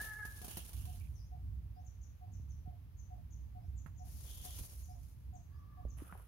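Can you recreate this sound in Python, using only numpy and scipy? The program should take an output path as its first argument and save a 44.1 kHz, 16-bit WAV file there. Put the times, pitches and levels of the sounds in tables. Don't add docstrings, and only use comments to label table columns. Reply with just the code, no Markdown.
import sys
import numpy as np
from scipy import signal
from scipy.fft import rfft, irfft
from scipy.io import wavfile
from scipy.ndimage import uniform_filter1d

SR = 44100
rng = np.random.default_rng(int(sys.argv[2]) if len(sys.argv) > 2 else 0)


def wrap_up_sound(samples):
    columns = np.atleast_2d(samples).T
    tamed = np.clip(columns, -1, 1)
    steps = np.round(tamed * 32767).astype(np.int16)
    wavfile.write(sys.argv[1], SR, steps)


N = 276507
TIME = np.arange(N) / SR

# [t/s, strength/dB, left minus right/dB]
FOOTFALLS = [(.043, -50.5, 0), (0.251, -48.5, 4.5), (.415, -49.5, 3), (.444, -46, -0.5), (.48, -46.5, -3),
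             (.57, -41, -1), (4.731, -58, -5)]


def undb(db):
    return 10 ** (np.asarray(db) / 20)


def pan(db):
    return undb(np.array([[db], [-db]]) / 2)


def add(out, start, sound):
    i = int(start * SR)
    a, b = max(i, 0), min(i + sound.shape[-1], N)
    out[:, a:b] += sound[:, a - i:b - i]


def colour(x, points):
    hz, db = np.transpose(points)
    f = np.maximum(np.fft.rfftfreq(N, 1 / SR), 1)
    gain = undb(np.interp(np.log(f), np.log(hz), db))
    return irfft(rfft(x) * gain, N)


def band(x, lo_hz, hi_hz, order=2):
    edges = [lo_hz, min(hi_hz, SR / 2 - 1000)]
    return signal.sosfilt(signal.butter(order, edges, "band", fs=SR, output="sos"), x)


def unit(x, lo_hz, hi_hz):
    return x / band(x.mean(0), lo_hz, hi_hz, order=4).std()


def walk(rate):
    hold = max(int(SR / rate), 1)
    steps = np.repeat(rng.standard_normal(N // hold + 1), hold)
    smooth = uniform_filter1d(uniform_filter1d(steps, hold), hold)[:N]
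    return smooth / smooth.std()


def thicket(x, t60, wet_db, delay=0.0029):
    t = TIME[:SR]
    build_up = 1 - np.exp(-(t / delay) ** 2)
    echoes = rng.standard_normal((2, SR)) * undb(-60 * t / t60) * build_up
    echoes /= np.sqrt((echoes ** 2).sum(1, keepdims=True))
    centre = x.mean(0, keepdims=True)
    return undb(wet_db) * signal.fftconvolve(centre, echoes, axes=1)[:, :N]


def background():
    # [f/Hz, level/dB per Hz]
    wind_spectrum = [(20, -43), (35, -21.5), (50, -6.5), (63, 2), (76, -5.5), (97, -6), (115, -12.5),
                     (155, -19.5), (200, -28), (300, -33.5), (450, -53), (1000, -67)]
    # [t/s, level/dB]
    gusts = [(0, -53), (1.2, -47.5), (2.2, -51.5), (4.2, -48.5), (5.5, -51.5), (5.95, -46.5), (6.27, -58.5)]
    # [f/Hz, level/dB per Hz]
    air_spectrum = [(150, 1), (400, -1), (700, -2.5), (1000, -4), (1500, -8.5), (2500, -10), (4000, -14.5),
                    (6000, -17), (8200, -27), (9800, -18), (11500, -12.5), (15500, -13.5)]
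    air_db = -80.5

    buffets = rng.standard_normal(N) + undb(-11.0) * rng.standard_normal((2, N))
    buffets[1] = np.roll(buffets[1], int(0.00083 * SR))
    strength_db = np.interp(TIME, *np.transpose(gusts)) + 1.7 * walk(8)
    wind = unit(colour(buffets, wind_spectrum), 30, 300) * undb(strength_db) * pan(-3.5)
    air = unit(colour(rng.standard_normal((2, N)), air_spectrum), 900, 15000)
    return wind + air * undb(air_db + 0.059 * walk(2.7))


def note(shape, ratio=1, lead=0, rasp=0):
    s, hz, db = np.transpose(shape)
    t = TIME[:int(s[-1] * SR)]
    shake = np.interp(t, TIME[::50], rng.standard_normal(len(TIME[::50])))
    pitch_hz = ratio * np.interp(t, s, hz) * (1 + rasp * shake)
    phase = 2 * np.pi * np.cumsum(pitch_hz) / SR
    level = undb(np.interp(t, s, db)) * signal.windows.tukey(len(t), .15)
    return np.sqrt(2) * level * np.sin(phase + np.array([[lead], [0]]))


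def barbet():
    # [t/s from its start, f/Hz, level/dB]
    pip_shape = [(0, 728, -14), (.013, 733, -2.5), (.025, 730, 1), (.04, 727, 1.5), (.054, 740, -9.5),
                 (.061, 735, -10)]
    first_s, gap_s, hurry_s, count = -.035, .4496, .0005, 14
    pip_db, scatter_db = -59.5, .5

    out, echoes = np.zeros((2, 2, N))
    for k in range(count):
        s = first_s + k * gap_s - hurry_s * k ** 2 / 2
        gain = undb(pip_db + scatter_db * rng.standard_normal())
        add(out, s, gain * note(pip_shape, lead=2.0))
        add(echoes, s + rng.uniform(.005, .035), gain * note(pip_shape, rasp=.12))
    direct = undb(2.0) * out * pan(2.2)
    scattered = thicket(out, t60=0.38, wet_db=-9.5, delay=.012)
    blur = thicket(echoes, t60=.22, wet_db=0)
    return direct + scattered + undb(-9.5) * blur


def small_birds():
    # [t/s at the start, level/dB, pitch ratio]
    chip_calls = [(1.135, -64, .91), (1.16, -65, 0.86), (1.845, -60, 0.98), (2.011, -58.5, .98),
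                  (2.315, -61.5, 0.99), (2.485, -60, .96), (2.967, -58, 0.99), (3.304, -59.5, 1),
                  (3.757, -60.5, 1.02), (3.96, -61, 0.98), (4.814, -57, 0.98), (5.334, -59.5, 1.02),
                  (5.881, -58.5, 0.99)]
    # [t/s from its start, f/Hz, level/dB]
    chip_shape = [(0, 6250, -14), (.008, 6740, -11.5), (.014, 7200, -14.5), (.023, 6670, -3.5),
                  (.035, 6050, -5), (0.044, 5510, -23.5)]
    # [t/s at the start, level/dB]
    whistle_calls = [(1.195, -69.5), (1.745, -76), (3.61, -79), (4.889, -70), (5.53, -79)]
    # [t/s from its start, f/Hz, level/dB]
    whistle_shape = [(0, 4650, -7), (.025, 5120, -6.5), (.05, 5550, -9.5), (.08, 6820, -6)]

    chips, whistles = np.zeros((2, 2, N))
    for s, db, ratio in chip_calls:
        wobble = rng.standard_normal((len(chip_shape), 3)) * [0, 110, 2]
        slur = np.array(chip_shape) + wobble
        add(chips, s, undb(db) * note(slur, ratio, rasp=.045))
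    for s, db in whistle_calls:
        ratio = 1 + 0.015 * rng.standard_normal()
        add(whistles, s, undb(db) * note(whistle_shape, ratio, rasp=0.0069))
    left_bird = undb(-11.0) * chips * pan(17.3) + thicket(chips, t60=0.45, wet_db=-6.5) * pan(11.8)
    whistler = undb(-4) * whistles * pan(4.0) + thicket(whistles, t60=0.28, wet_db=-1)
    return left_bird + whistler


def thud(hz):
    t = TIME[:SR // 6]
    return np.sin(2 * np.pi * hz * t) * np.exp(-t * hz / 1.23) * (1 - np.exp(-t / 0.00091))


def tap(hz):
    edge_db = -18
    t = TIME[:SR // 6]
    scuff = undb(-26) * rng.standard_normal((2, len(t))) * undb(-60 * t / 0.098)
    contact = (t == 0) + scuff
    body = band(contact, hz * 0.5, hz * 1.406, order=3)
    return body / np.abs(body).max() + undb(edge_db) * contact


def knocks():
    # [t/s, level/dB, f/Hz]
    hand_bumps = [(2.398, -39.5, 116), (2.676, -37, 118), (3.86, -40.5, 149), (4.421, -41, 74),
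                  (4.612, -36.5, 85.4), (5.851, -33.5, 70.7), (6.02, -37.5, 300), (6.125, -44, 166)]
    # [t/s, level/dB, f/Hz, left minus right/dB]
    grip_clicks = [(3.862, -50, 1350, -18), (5.851, -42.5, 404, 2), (6.125, -39, 1170, 2),
                   (6.152, -46.5, 740, 3), (6.198, -53, 900, 7)]

    out = np.zeros((2, N))
    for s, db, side_db in FOOTFALLS:
        step = undb(0.5) * thud(169) + undb(-4) * tap(630)
        add(out, s, undb(db) * pan(side_db) * step)
    for s, db, hz in hand_bumps:
        add(out, s, undb(db) * pan(-7.5) * thud(hz))
    for s, db, hz, side_db in grip_clicks:
        add(out, s, undb(db) * pan(side_db) * tap(hz))
    return out + thicket(out, t60=.3, wet_db=-13)


def swishes():
    # [t/s at the middle, length/s, centre f/Hz, level/dB, left minus right/dB]
    rubs = [(0.561, .18, 2960, -66, -10), (0.831, .3, 2950, -75.5, -11), (1.041, 0.097, 2480, -77, -15),
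            (4.429, .42, 3350, -65, -3), (6.104, .03, 1310, -61, 0), (6.118, 0.33, 1320, -73, 4.5)]
    fade_share = 0.41

    out = np.zeros((2, N))
    for s, length, hz, db, side_db in rubs:
        swell = signal.windows.tukey(int(length * SR), fade_share)
        rub = band(rng.standard_normal((2, len(swell))), hz * 0.904, hz * 1.087)
        rub = rub * undb(2 * walk(85.6)[:len(swell)])
        add(out, s - length / 2, undb(db) * pan(side_db) * swell * rub / rub.std())
    return out


def leaves(spectrum, grain_rate, spread_db, grain_s):
    ticks_per_s, tick_db = 19, 10
    sizes_db = spread_db * np.minimum(rng.exponential(size=N), 4.5)
    contacts = (rng.random(N) < grain_rate / SR) * undb(sizes_db)
    contacts = contacts * undb(tick_db * (rng.random(N) < ticks_per_s / grain_rate))
    crackle = 0
    for lo, hi in [(150, 2400), (2400, 5000), (5000, 9000), (9000, 17000)]:
        energy = (contacts * undb(4 * rng.standard_normal(N))) ** 2
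        energy = signal.lfilter([1], [1, -np.exp(-1 / (grain_s * SR))], energy)
        crackle = crackle + band(np.sqrt(energy) * rng.standard_normal((2, N)), lo, hi)
    return unit(colour(crackle, spectrum), 8800, 15000) * undb(1.1 * walk(50))


def brushing(passages, attack_s):
    settle_db_per_s = 77
    drift_db_per_s = 5.5
    power = 0
    for start, crest, stop, db, growth, fading, side_db in passages:
        before, after, gone = np.maximum([crest - TIME, TIME - crest, TIME - stop], 0)
        swell_db = db - growth * before - fading * (after - gone) - settle_db_per_s * gone
        sides_db = (side_db - drift_db_per_s * (TIME - crest)) * np.array([[.5], [-.5]])
        onset = np.clip((TIME - start) / attack_s, 0, 1) ** 2
        power = power + (onset * undb(swell_db + sides_db)) ** 2
    return np.sqrt(power)


def rustles():
    # [t/s at the start, t/s at the crest, t/s at the stop,
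    # crest level/dB, growth/dB per s, fading/dB per s, left minus right/dB at the crest]
    run_passages = [(-.05, .005, 0.044, -53, -2, 75, 3.5), (.2, .55, 0.98, -59.5, 15, 19.5, -0.5)]
    burst_passages = [(4.0, 4.58, 5.16, -56.5, 20.9, 54.4, 2), (4.95, 5.08, 5.064, -75.5, 13, 22, 2)]
    stir_passages = [(5.965, 5.99, 6.27, -68, 0, 40, -1)]
    # [f/Hz, level/dB per Hz]
    litter = [(200, 6), (500, -4), (900, -3.5), (1900, -10), (3000, -5.5), (4400, -7), (6600, -4.5),
              (8100, -10.5), (9700, 2.5), (12000, 0), (15500, -6)]
    bush = [(200, -4), (600, -5.5), (1400, -13), (2800, -11), (3300, -12), (4300, -8), (6600, -3),
            (8100, -12.5), (9400, -2), (10700, 1.5), (15500, -7.5)]
    grass = [(300, 7.5), (1500, 5), (2300, -1.5), (3000, -2.5), (4000, -14), (6200, -10), (8300, -11),
             (9900, 5.5), (14000, -4.5), (15500, -12)]
    # [t/s, level/dB, left minus right/dB]
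    stalks = [(.013, -44, -1), (.509, -45, -4), (.731, -49.5, -4), (.853, -51, -1), (3.862, -65, -1),
              (4.203, -55, 0), (4.448, -45, 1), (4.587, -44, -3), (4.638, -52, -3), (6.02, -59.5, 2.5)]
    crunch_db = 2

    run = brushing(run_passages, attack_s=0.044)
    run = run * leaves(litter, grain_rate=2400, spread_db=1.3, grain_s=0.002)
    burst = brushing(burst_passages, attack_s=0.078)
    burst = burst * leaves(bush, grain_rate=2800, spread_db=2.0, grain_s=0.0025)
    stir = brushing(stir_passages, attack_s=0.011)
    stir = stir * leaves(grass, grain_rate=2000, spread_db=2.0, grain_s=0.0017)

    snaps, t = np.zeros((2, N)), TIME[:SR // 10]
    decay = undb(-60 * t / 0.0088) + undb(-3.5) * undb(-60 * t / 0.11)
    decay = decay * (1 - np.exp(-t / 0.0018))
    crunches = [(s, db + crunch_db, side_db) for s, db, side_db in FOOTFALLS]
    for s, db, side_db in stalks + crunches:
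        add(snaps, s, undb(db) * pan(side_db) * decay * rng.standard_normal((2, len(t))))
    return run + burst + stir + undb(5.5) * colour(snaps, litter)


def cry(curve, partials, jitter, rough):
    s, hz, db, reedy_db = np.transpose(curve)
    pitch_hz = np.interp(TIME, s, hz) * (1 + jitter * walk(260))
    phase = 2 * np.pi * np.cumsum(pitch_hz) / SR
    reedy = undb(np.interp(TIME, s, reedy_db))
    top = np.max(np.array(partials)[:, 1])
    voice = 0
    for k, (_, gain) in enumerate(partials):
        lift = 1 if gain == top else reedy
        voice = voice + undb(gain) * lift * np.sin((k + 1) * phase)
    effort = undb(np.interp(TIME, s, db)) * (1 + rough * walk(420))
    gate = np.clip(np.minimum(TIME - s[0], s[-1] - TIME) / .002, 0, 1)
    return np.sqrt(2) * voice * effort * gate


def monkeys():
    # [t/s, f/Hz of the pitch, level/dB, reediness/dB]
    coo_curve = [(0, 418, -34.5, -3.5), (.025, 438, -52, -6), (.07, 433, -47, 1), (.16, 423.2, -51, -3),
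                 (.197, 434, -51.5, 5.5), (.232, 411.8, -44.5, -7.5), (.262, 427.4, -52, 0),
                 (.31, 420, -80, -1)]
    wail_curve = [(5.5, 554, -80, 19), (5.56, 571.6, -62.5, -0.5), (5.62, 563.4, -75.5, -12),
                  (5.68, 585.5, -73, 6), (5.74, 576.5, -66.5, 6), (5.84, 575, -75.5, 2),
                  (5.95, 565, -100, -3)]
    # [multiple of the pitch, level/dB]
    coo_partials = [(1, -25.5), (2, -15.5), (3, -15), (4, 1), (5, -21), (6, -43), (7, -43)]
    wail_partials = [(1, -30), (2, -1.5), (3, -22)]

    coo = cry(coo_curve, coo_partials, jitter=.011, rough=.25) * pan(.5)
    wail = cry(wail_curve, wail_partials, jitter=.02, rough=.35) * pan(-1.2)
    near = undb(-3.0) * coo + thicket(coo, t60=0.75, wet_db=-6.5)
    far = undb(-8) * wail + thicket(wail, t60=0.96, wet_db=1)
    return near + far


def scene():
    surroundings = background() + barbet() + small_birds()
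    return surroundings + knocks() + swishes() + rustles() + monkeys()


def record(dry):
    top_hz = 15750
    return signal.sosfilt(signal.ellip(10, .2, 70, top_hz, fs=SR, output="sos"), dry)


dry = scene()
out = record(dry)
wrap_up_sound(out)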